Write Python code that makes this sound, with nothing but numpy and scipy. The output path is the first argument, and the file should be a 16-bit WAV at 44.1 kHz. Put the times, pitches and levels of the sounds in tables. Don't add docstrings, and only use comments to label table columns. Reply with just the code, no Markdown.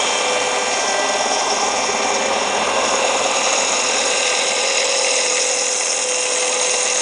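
import sys
import numpy as np
from scipy import signal
from scipy.fft import rfft, irfft, next_fast_len
from scipy.io import wavfile
from scipy.ndimage import uniform_filter1d, map_coordinates

SR = 44100
rng = np.random.default_rng(int(sys.argv[2]) if len(sys.argv) > 2 else 0)


def master(y):
    cut = np.clip(np.atleast_2d(y).T, -1, 1)
    pcm = np.round(cut * 32767)
    wavfile.write(sys.argv[1], SR, pcm.astype(np.int16))


N = 309141
TOP_HZ = 10050
WHEEL_HZ = 41.8

# t/s, level/dB
BASE_LEVEL = [(0, -23), (.5, -25), (1.4, -24), (2.3, -22), (2.85, -20.5), (3.4, -23), (3.8, -24.5),
              (4.3, -26), (5.2, -28), (5.7, -31.4), (6.1, -30.5), (6.6, -27.5), (7, -28)]


def amp(db):
    return 10 ** (np.asarray(db) / 20)


def unit(x):
    return x / np.sqrt(np.mean(x ** 2) + 1e-20)


def curves(rows):
    t_s, *cols = np.transpose(rows)
    return [np.interp(np.arange(N) / SR, t_s, c) for c in cols]


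def wobble(rate_hz):
    knots = rng.standard_normal(4096)
    coarse = np.arange(0, N + 32, 32)
    values = map_coordinates(knots, [coarse * rate_hz / SR], mode="wrap")
    return np.interp(np.arange(N), coarse, values)


def nearness(t_s, half_s):
    return 1 / (1 + ((np.arange(N) / SR - t_s) / half_s) ** 2)


def filtered(x, response):
    m = next_fast_len(N + 8192)
    return irfft(rfft(x, m) * response(np.fft.rfftfreq(m, 1 / SR)), m)[:N]


def coloured(x, points):
    f_hz, db = np.transpose(points)
    log_f = np.log(np.r_[f_hz[0] / 2, f_hz, f_hz[-1] * 2])
    db = np.r_[db[0] - 20, db, -120]
    return unit(filtered(x, lambda hz: amp(np.interp(np.log(hz + 1), log_f, db, left=-120))))


def resonance(f, hz, width_hz):
    return 1j * f * width_hz / (hz * hz - f * f + 1j * f * width_hz)


def blend(a, b, share):
    share = np.clip(share, 0, 1)
    return np.sqrt(1 - share) * a + np.sqrt(share) * b


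def turns(hz, drift, flutter):
    return np.cumsum(hz * (1 + drift * wobble(2) + flutter * wobble(25))) / SR


def tone(hz, flutter, waver_db):
    cycles = turns(hz, drift=0.000915, flutter=flutter)
    return unit(np.sin(2 * np.pi * cycles) * amp(waver_db * wobble(9)))


def wall_echo(x):
    # t/s, notch f/Hz, echo strength 0-1
    wall = [(.6, 427, 0), (1.1, 486, 0.15), (1.4, 550, 0.12), (1.65, 637, 0.1), (2.0, 690, 0.26),
            (2.6, 700, 0.2)]
    notch_hz, strength = curves(wall)
    n = np.arange(N)
    echo = np.interp(n - SR / (2 * notch_hz), n, x)
    return (x + strength * echo) / np.sqrt(1 + strength ** 2)


def standing_waves(x, patchy_db):
    z = signal.stft(x, nperseg=1024)[2]
    field = rng.standard_normal(z.shape)
    for _ in range(2):
        field = uniform_filter1d(field, size=4, axis=0)
        field = uniform_filter1d(field, size=40, axis=1)
    return signal.istft(z * amp(patchy_db * unit(field)), nperseg=1024)[1][:N]


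def coolant(front):
    drops = rng.uniform(size=(900, 2))
    at = (drops[:, 0] * (N - 1)).astype(int)
    ticks = np.bincount(at, drops[:, 1] ** 2, N)
    splash = filtered(ticks, lambda f: resonance(f, 2680, 2000) ** 2 + resonance(f, 6000, 1800) ** 2)
    return amp(-40.0 + 7.5 * front) * unit(splash)


def pump(front):
    pump_hz, shadow_db = 393.8, 8
    # multiple of pump_hz, level/dB away from crests and shadow
    vane_orders = [(3, -40), (4, -42.5), (5, -42.5), (6, -38), (7, -41), (8, -43), (9, -40.5), (11, -47.5),
                   (14, -42.5)]
    # multiple of pump_hz, t/s, half time/s, lift/dB
    vane_crests = [(3, .4, 0.37, 6), (4, 0.83, 0.54, 9), (4, 4.35, .45, 8.5), (5, 1, 0.31, 9.5),
                   (6, 2.11, 0.33, 8), (6, 0.27, .4, 6), (8, 0.22, .8, 10), (9, 1.3, 0.45, 4.5)]
    vane = 2 * np.pi * turns(pump_hz, drift=0.000519, flutter=0.00086)
    whine = 0
    for order, db in vane_orders:
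        crest_db = sum(lift_db * nearness(t_s, half_s) for k, t_s, half_s, lift_db in vane_crests if k == order)
        level_db = db + crest_db + 1.0 * wobble(1.7) + 0.63 * wobble(11)
        harmonic = np.sin(order * vane + rng.uniform(0, 2 * np.pi))
        whine = whine + amp(level_db) * unit(harmonic)
    return amp(-shadow_db * front ** 3) * whine


def drive(front):
    drone_hz = 502.8
    # t/s, level/dB
    drone_level = [(0, -32.5), (.3, -25.5), (.7, -29), (1.05, -62), (1.5, -54), (1.85, -32.5), (2.55, -36),
                   (2.85, -28.5), (3.5, -32), (4.2, -30), (4.6, -30.5), (5.3, -26.5), (5.8, -31),
                   (6.4, -25.5), (7, -29.5)]
    held_tones = {"hum": (85.5, .012), "upper drone": (543.7, .0065), "whine": (1223, .004),
                  "whistle": (3763, .0015), "squeal": (8625, .002)}
    # tone name, nearest t/s, half time/s, level when nearest/dB
    held_passes = [("hum", 2.5, 1, -53), ("upper drone", 2.22, 0.22, -32.5),
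                   ("upper drone", 3.06, 0.37, -29), ("upper drone", 4.74, 0.73, -28.5),
                   ("whine", 4.38, 0.68, -38), ("whistle", 3.6, 1, -35), ("squeal", 5.18, 0.33, -33.5)]
    # f/Hz, level/dB
    rear_tones = [(134.6, -55.5), (269.2, -47), (753.7, -35), (1044, -37.5)]
    front_tones = [(251, -53), (314, -48.5), (461, -51.5), (640, -43.5), (1008, -42), (2547, -40),
                   (2757, -36.5)]
    drone_db, = curves(drone_level)
    held = amp(drone_db) * tone(drone_hz, flutter=.002, waver_db=.8)
    for name, (hz, flutter) in held_tones.items():
        passes = [row[1:] for row in held_passes if row[0] == name]
        strength = sum(amp(db) * nearness(t_s, half_s) for t_s, half_s, db in passes)
        held = held + strength * tone(hz, flutter, waver_db=2.4)
    rear = sum(amp(db) * tone(hz, flutter=0.00474, waver_db=2.5) for hz, db in rear_tones)
    ahead = sum(amp(db) * tone(hz, flutter=0.001705, waver_db=1.5) for hz, db in front_tones)
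    return held + blend(rear, ahead, front)


def base(front, belt):
    pump_belt_hz = 19.0
    # f/Hz, relative level/dB
    base_rear = [(25, -37.5), (70, -20), (120, -24.5), (175, -22), (215, -7.5), (340, -9), (410, -3.5),
                 (470, -3), (620, 3.5), (700, 2), (780, 1.5), (900, 1), (1230, -5.5), (1400, -30.5)]
    base_front = [(25, -33), (70, -29), (150, -21), (210, -11.5), (350, -12), (400, -1), (530, 3),
                  (600, 1.5), (720, -1), (810, 3.5), (880, 0), (1130, -6.5), (1250, -1), (1400, -57)]
    # f/Hz, width/Hz, nearest t/s, half time/s, level when nearest/dB
    panel_passes = [(209, 32, 2.2, 0.46, -38.5), (272.2, 32, 1.84, 1.8, -42), (406.7, 21, 1.5, 1.03, -31.5),
                    (607, 30, 1.046, 0.24, -25.5), (781, 77, 1.52, 0.82, -26.5),
                    (1050, 90, 2.75, 0.23, -27.5)]
    base_db, = curves(BASE_LEVEL)
    pump_belt = 2 * np.pi * turns(pump_belt_hz, drift=.005, flutter=.01)
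    throb = np.cos(pump_belt) + .5 * np.cos(2 * pump_belt)
    surge = unit(amp(2.1 * (1 - front) * throb + 1.3 * front * belt))
    rear = wall_echo(coloured(rng.standard_normal(N), base_rear))
    ahead = coloured(rng.standard_normal(N), base_front)
    rumble = amp(base_db + 0.5 + 0.5 * front) * blend(rear, ahead, front)
    for hz, width_hz, t_s, half_s, db in panel_passes:
        panel = filtered(rng.standard_normal(N), lambda f: resonance(f, hz, width_hz) ** 2)
        rumble = rumble + amp(db) * nearness(t_s, half_s) * unit(panel)
    return surge * rumble


def grit(wheel, repeat):
    count = int(TOP_HZ / WHEEL_HZ)
    bumps = amp(2.6 * rng.standard_normal(count)) * np.exp(2j * np.pi * rng.uniform(size=count))
    face = unit(irfft(np.r_[0, bumps], 8192)) * np.sqrt(2 * TOP_HZ / SR)
    same = np.interp(wheel % 1, np.arange(len(face)) / len(face), face)
    return blend(rng.standard_normal(N), same, repeat)


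def bite(wheel, front):
    angle = 2 * np.pi * (wheel + rng.uniform())
    oval = 1.3 * np.cos(angle) + 1.93 * np.cos(2 * angle) + 1.0 * np.cos(3 * angle)
    chatter = np.cos(12 * angle)
    force_db = (0.9 + 0.55 * front) * oval + 0.81 * chatter + 0.47 * wobble(18) + 1.5 * wobble(70)
    return unit(amp(force_db))


def sing(x, share):
    strength = np.abs(signal.hilbert(x, next_fast_len(N))[:N])
    return x / (strength / strength.mean() + .1) ** np.clip(share, 0, 1)


def steel_ring(front, belt, work, wheel, forces, guard_db, disc_db):
    disc_from_hz, rim_from_hz = 4800, 6300
    # f/Hz, width/Hz, level against guard or disc/dB, gain at wheel/dB, beam axis t/s, beam half time/s,
    # beam lift/dB, share repeating each turn 0-1, belt throb/dB, work throb/dB (throbs at the wheel), singing 0-1
    steel = [(2090, 380, -10, 3, 5.4, 0.39, 1.5, 0.1, 4, -0.5, 0.15),
             (2673, 326, -9, 3.5, 3, 0.91, 5, 0.54, -1.5, -0.7, 0.24),
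             (3980, 195, -20, 11, 3.6, 0.86, 5.5, 0.7, -1.5, -1, 0.56),
             (5233, 420, -12.5, -4.5, 4.93, 0.8, 12, 0.64, -1.5, 4, 0.46),
             (5630, 800, -6, -1.5, 1.4, 1, 6.5, 0.5, -1.7, 2.5, 0.06),
             (6130, 310, -23.5, 8.5, 5.56, 0.41, 8.5, 0.3, -3, -4.5, .05),
             (6697, 350, -4.5, -1.5, 3.6, 0.71, 2.5, 0.49, 1.2, 1, 0),
             (7675, 460, -15, 4.5, 13, 0.71, 12, 0, 0.5, -4, 0),
             (8880, 200, -26, 2.5, 6.5, 0.72, 15.5, 0.5, -3, 5, 0)]
    on_guard, on_disc, on_rim = forces
    ring = 0
    for hz, width_hz, db, front_db, t_s, half_s, lift_db, repeat, belt_db, work_db, singing in steel:
        if hz < disc_from_hz:
            force, part_db = on_guard, guard_db
        else:
            force, part_db = (on_disc if hz < rim_from_hz else on_rim), disc_db
        mode = filtered(force * grit(wheel, repeat), lambda f: resonance(f, hz, width_hz) ** 2)
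        throb_db = (.4 + .6 * front) * (belt_db * belt + work_db * work) + 1.3 * wobble(35)
        level_db = part_db + db + front_db * front + lift_db * nearness(t_s, half_s)
        ring = ring + amp(level_db) * unit(sing(mode * amp(throb_db), singing))
    return ring


def grinding(front, belt):
    work_hz = 9.8
    # t/s, level/dB
    guard_level = [(0, -24.5), (1, -27), (2.3, -28), (3.2, -25.5), (3.45, -23), (3.7, -25), (4.25, -23),
                   (5.2, -24), (6.05, -31.5), (6.45, -25), (7, -25.5)]
    disc_level = [(0.0, -24.5), (0.53, -30), (0.8, -26.5), (1.09, -29), (1.54, -27.5), (2.73, -30),
                  (2.95, -24.5), (3.08, -28), (3.55, -22), (4.63, -24.5), (5.45, -21.5), (6.4, -24),
                  (6.95, -21.5), (7.01, -21.5)]
    spray_level = [(0, -33), (1, -36), (2.2, -39), (3, -35.5), (4.2, -32.5), (4.8, -35), (5.6, -29),
                   (7, -31)]
    # f/Hz, relative level/dB
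    scrape_points = [(600, -45), (1300, 1.5), (1750, -1), (2400, -0.5), (2900, -7), (3400, -0.5)]
    rasp_points = [(2300, -18), (3050, -2), (3450, 2.5), (3800, 2.5), (4300, -3.5), (4900, -0.5),
                   (6000, -40)]
    hiss_points = [(4000, -32.5), (4850, -16.5), (5120, 4.5), (5500, 4.5), (5900, -5.5), (6400, 14),
                   (7150, 3), (7700, -8), (10000, -34)]
    spray_points = [(5500, -50), (7200, 9), (7950, 0.5), (8350, 4), (8700, 5), (9200, 2.5), (10000, 1)]
    levels = (BASE_LEVEL, guard_level, disc_level, spray_level)
    (base_db,), (guard_db,), (disc_db,), (spray_db,) = map(curves, levels)
    wheel = turns(WHEEL_HZ, drift=.0004, flutter=.001)
    work = np.cos(2 * np.pi * turns(work_hz, drift=.012, flutter=.03))
    on_guard, on_disc, on_rim = bite(wheel, front), bite(wheel, front), bite(wheel, front)
    on_spray = np.cbrt(on_disc * on_rim * bite(wheel, front))

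    scrape_db = -30 + 0.48 * (base_db - base_db.mean()) + front * (-2.5 + 1.8 * belt)
    rasp_db = guard_db - 7.5
    hiss_db = disc_db - 5 + front * (-0.5 + 0.75 * work)
    scrape = amp(scrape_db) * coloured(grit(wheel, repeat=0.032), scrape_points)
    rasp_grit = on_guard * grit(wheel, repeat=0.2 + 0.7 * front)
    rasp = amp(rasp_db) * coloured(rasp_grit, rasp_points)
    hiss = amp(hiss_db) * coloured(on_spray * grit(wheel, repeat=0.35), hiss_points)
    spray = amp(spray_db) * coloured(on_spray * grit(wheel, repeat=0.5), spray_points)
    ring = steel_ring(front, belt, work, wheel, (on_guard, on_disc, on_rim), guard_db, disc_db)
    return ring + standing_waves(scrape + rasp + hiss + spray, patchy_db=2)


def scene():
    wheel_belt_hz = 16.3
    # t/s, 0 beside the pump to 1 at the wheel
    front_path = [(0, 0.39), (.8, 0), (2.5, 0.1), (3.6, 0.39), (5, 1), (7.01, 0.86)]
    front, = curves(front_path)
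    belt = np.cos(2 * np.pi * turns(wheel_belt_hz, drift=.008, flutter=.02))
    machine = coolant(front) + pump(front) + drive(front) + base(front, belt) + grinding(front, belt)
    return np.array([machine, machine])


def record(dry):
    return np.array([filtered(channel, lambda hz: hz < TOP_HZ) for channel in dry])


dry = scene()
out = record(dry)
master(out)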